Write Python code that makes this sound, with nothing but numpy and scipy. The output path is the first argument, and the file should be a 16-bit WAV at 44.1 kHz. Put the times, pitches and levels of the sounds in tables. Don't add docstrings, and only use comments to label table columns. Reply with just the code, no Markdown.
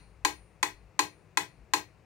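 import sys
import numpy as np
from scipy import signal
from scipy.fft import rfft, irfft
from scipy.io import wavfile
from scipy.ndimage import uniform_filter1d

SR = 44100
rng = np.random.default_rng(int(sys.argv[2]) if len(sys.argv) > 2 else 0)


def to_wav(s):
    ch = np.atleast_2d(s).T
    pcm = np.round(np.clip(ch, -1, 1) * 32767)
    wavfile.write(sys.argv[1], SR, pcm.astype(np.int16))


N = 90404
TIME = np.arange(N) / SR
FREQS = np.maximum(np.fft.rfftfreq(N, 1 / SR), 1)

# start in seconds, level in dB, pallet (0 or 1), extra level of the steel ring in dB.
TICKS = [(-0.114, 2, 1, 1), (0.2492, 0.5, 0, 3), (0.6285, -2, 1, -1), (0.9919, 0.5, 0, 0),
         (1.3722, -1.5, 1, 0), (1.736, 0.5, 0, -7)]
CRACK_LIKENESS, ROOM_LIKENESS = -0.084, 0.61
LEFT_RIGHT_DB = np.array([[4], [-4]])


def from_db(db):
    return 10 ** (np.asarray(db) / 20)


def rms_one(x):
    return x / np.sqrt(np.mean(x ** 2) + 1e-20)


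def at_hz(rows, hz, axis=1):
    rows = np.array(rows)
    return np.interp(np.log(hz), np.log(rows[:, 0]), rows[:, axis])


def dying(t60):
    return np.exp(-np.minimum(np.log(1000) * TIME / t60, 40))


def coloured(x, db):
    cepstrum = irfft(np.log(from_db(db)), N)
    cepstrum[1:N // 2] *= 2
    cepstrum[N // 2 + 1:] = 0
    return irfft(rfft(x) * np.exp(rfft(cepstrum)), N)


def evened(x, size):
    power = uniform_filter1d(np.abs(rfft(x)) ** 2, size=size)
    return coloured(x, -10 * np.log10(np.maximum(power, 1e-12)))


def stereo_noise(likeness):
    mid, side = rng.standard_normal((2, N))
    c = np.clip(likeness, -1, 1)
    opposite = np.array([[1], [-1]])
    return (np.sqrt(1 + c) * mid + np.sqrt(1 - c) * side * opposite) / np.sqrt(2)


def voiced(x, table, pallet):
    change_db = pallet * at_hz(table, FREQS, axis=3)
    channels = []
    for c in (0, 1):
        level_db = at_hz(table, FREQS, axis=c + 1) + change_db
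        channels.append(coloured(evened(x[c], size=1500), level_db))
    return np.array(channels)


def add(out, sound, s):
    start = int(s * SR)
    out[:, max(start, 0):N + min(start, 0)] += sound[:, max(-start, 0):N - max(start, 0)]


def ring(modes, pallet, rise_s):
    right_lag_s, varies_db = .00013, .6
    out = np.zeros((2, N))
    t = TIME - np.array([[0], [right_lag_s]])
    for k, (hz, left_db, right_db, t60, second_db) in enumerate(modes):
        level_db = np.array([[left_db], [right_db]]) + pallet * second_db
        gain = from_db(level_db + varies_db * rng.standard_normal())
        n = min(int(2 * t60 * SR), N)
        decay = from_db(-60 * TIME[:n] / t60)
        out[:, :n] += (-1) ** k * gain * np.sin(2 * np.pi * hz * t[:, :n]) * decay
    return out * (1 - np.exp(-TIME / rise_s))


def spring():
    # Hz, left level in dB, right level in dB, change on the second pallet in dB.
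    shimmer = [(600, -24, -22.5, -1), (1300, -10.5, -23, -6.5), (1600, -15, -35, 6),
               (1934, -4.5, -21, -2.5), (2500, 0, -18, 2), (3213, -18.5, -29.5, -2),
               (3650, -18, -22.5, 0.5), (4250, -8, -13.5, 7), (5100, -22.5, -22.5, 0.5),
               (6330, -17, -25, 1), (7910, -30, -29, -2.5), (15000, -36.5, -37, -1)]
    out = np.zeros((2, N))
    for s, db, pallet, _ in TICKS:
        burst = stereo_noise(ROOM_LIKENESS) * dying(0.41)
        add(out, from_db(db) * voiced(burst, shimmer, round(pallet)), s)
    return out


def room(x):
    # Hz, left level in dB, right level in dB, 60 dB decay time in seconds.
    tail_bands = [(277.8, -10, -9.5, .15), (580, 8, 4.5, 0.21), (1030, -7, -8.5, 0.15),
                  (2000, -7.5, -3, .23), (4100, -1.5, -14, 0.23), (7850, -5, -7.5, 0.16),
                  (15200, -3, -4.5, 0.2)]
    delay_s, rise_s, fade_s = 0.0027, 0.0035, 0.13
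    white, tail = rfft(stereo_noise(ROOM_LIKENESS)), 0
    centres = np.geomspace(250, 16000, 7)
    for hz, pick in zip(centres, np.eye(len(centres))):
        band = np.interp(np.log(FREQS), np.log(centres), pick)
        tail = tail + irfft(white * band, N) * dying(at_hz(tail_bands, hz, axis=3))
    onset = 1 - np.exp(-np.maximum(TIME - delay_s, 0) / rise_s)
    tail = tail * onset / (1 + (TIME / fade_s) ** 4)
    response = np.array([
        coloured(evened(tail[c], size=110), at_hz(tail_bands, FREQS, axis=c + 1)) for c in (0, 1)])
    return signal.fftconvolve(x, response, axes=1)[:, :N]


def background():
    # Hz, relative density in dB per Hz.
    hiss_colour = [(47, -14.5), (90, -10), (165, -9), (240, -22), (430, -18), (640, -22.5), (1100, -26),
                   (1500, -30), (2600, -30), (3200, -42), (4400, -41), (8000, -46.5), (10500, -56),
                   (15000, -55)]
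    # time in seconds, relative level in dB.
    rumble_course = [(0.0, -55.5), (0.17, -55.5), (0.26, -56.5), (0.42, -52), (0.48, -64), (0.63, -60.5),
                     (0.66, -80), (0.71, -59), (0.87, -51.5), (0.91, -74.5), (1.23, -68), (1.49, -72),
                     (1.63, -48.5), (1.66, -65), (1.8, -68), (2.05, -70)]
    rumble_hz, rumble_width_hz, rumble_trim_db = 56.2, 8.2, -4
    hiss_db, hum_db, hum_hz = -62, -66, 100

    hiss = coloured(stereo_noise(0.78), at_hz(hiss_colour, FREQS))
    low_cut = signal.butter(2, 60, "high", fs=SR, output="sos")
    hiss = rms_one(signal.sosfilt(low_cut, hiss))

    narrow = 1 / (1 + ((FREQS - rumble_hz) / rumble_width_hz) ** 4)
    rumble = signal.hilbert(irfft(rfft(rng.standard_normal(N)) * narrow, N))
    rumble = rms_one(np.cos(np.angle(rumble)))
    rumble = rumble * from_db(rumble_trim_db + np.interp(TIME, *np.transpose(rumble_course)))
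    rumble = signal.sosfilt(signal.butter(2, 2 * rumble_hz, fs=SR, output="sos"), rumble)

    hum = from_db(hum_db) * np.sin(2 * np.pi * hum_hz * TIME)
    return (from_db(hiss_db) * hiss + rumble + hum) * from_db(LEFT_RIGHT_DB)


def crack(grain, pallet):
    # Hz, left level in dB, right level in dB, change on the second pallet in dB.
    crack_colour = [(298, -26, -16, 2), (600, -8.5, -16, -2.5), (1020, 9.5, -14, 0.5), (1370, 11, -5.5, 4),
                    (2300, 13.5, 2.5, 2), (3000, 8, 4.5, 0.5), (4240, 6, 8, -2), (5190, 3.5, 2.5, 0.5),
                    (6970, 10.5, 4, 0), (8100, 1.5, -12.5, 2.5), (9090, 6, 2.5, 0), (10380, -9.5, -5, 1),
                    (12000, -3, -7.5, 0.5), (15600, -7.5, -18, -0.5), (16400, -19.5, -22, -5)]
    hold_s, t60_s, varies = 0.0032, 0.025, 0.45
    envelope = np.interp(TIME - hold_s, TIME, dying(t60_s))
    chatter = grain + varies * stereo_noise(CRACK_LIKENESS)
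    return voiced(chatter * envelope, crack_colour, pallet)


def metronome():
    # Hz, left level in dB, right level in dB,
    # 60 dB decay time in seconds, change on the second pallet in dB.
    case_modes = [(824, -20.5, -26, 0.035, 0), (906, -19.5, -23.5, 0.034, 0.5),
                  (982, -20.5, -29.5, 0.079, -0.5), (1050.7, -14.5, -26.5, 0.04, 0.5),
                  (1320, -44, -46, .09, 0), (1597, -18.5, -42.5, 0.023, 6),
                  (1949, -17.5, -41.5, 0.023, 4.5), (2200, -19.5, -34.5, 0.026, 3.5),
                  (2527, -26, -35, 0.1, -3), (2600, -32, -46.5, 0.074, -10.5), (3500, -30, -21.5, .036, 2),
                  (4160, -36.5, -23, 0.083, 2), (4169, -23, -20, 0.05, -0.5), (4556, -57, -23, 0.031, -3),
                  (4704, -60, -31.5, .035, -2.5), (5970, -50, -37, 0.12, -4.5),
                  (6917, -44.5, -13.5, 0.013, 0), (7700, -34.5, -37.5, .03, 3.5),
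                  (9050, -42.5, -29, 0.048, -6)]
    boom_modes = [(302.9, -31, -37.5, 0.24, -2), (340, -40, -46, 0.14, -6.5), (367, -36.5, -42, 0.21, 2),
                  (425.6, -40, -40.5, 0.18, -1), (494.3, -44, -50, 0.097, -1), (678, -44, -50, .12, 2)]
    steel_modes = [(2690, -59, -66, 0.28, -6.5), (4240, -59, -62, .25, 0), (6300, -75.5, -75.5, 0.35, -1),
                   (9290, -62.5, -59.5, 0.69, -1)]
    case_rise_s, boom_rise_s = .0002, 0.0046
    grains = [stereo_noise(CRACK_LIKENESS) for _ in (0, 1)]
    cracks, rings = np.zeros((2, 2, N))
    for s, db, pallet, steel_db in TICKS:
        p = int(round(pallet))
        add(cracks, from_db(db) * crack(grains[p], p), s)
        knock = ring(case_modes, p, case_rise_s) + ring(boom_modes, p, boom_rise_s)
        add(rings, from_db(db) * knock, s)
        add(rings, from_db(db + steel_db) * ring(steel_modes, p, case_rise_s), s)
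    return cracks, rings


def thuds():
    delay_s, length_s, level_db = 0.054, 0.026, -57
    low_band = signal.butter(2, [80, 192.4], "band", fs=SR, output="sos")
    noise = signal.sosfilt(low_band, rng.standard_normal(N))
    swell = sum(np.exp(-((TIME - s - delay_s) / length_s) ** 2) for s, *_ in TICKS)
    return rms_one(noise) * swell * from_db(level_db + LEFT_RIGHT_DB)


def scene():
    cracks, rings = metronome()
    to_room = cracks + from_db(-0.5) * rings
    return cracks + rings + spring() + room(to_room) + thuds() + background()


def record(dry):
    return signal.sosfilt(signal.ellip(10, .1, 80, 16200, fs=SR, output="sos"), dry)


dry = scene()
out = record(dry)
to_wav(out)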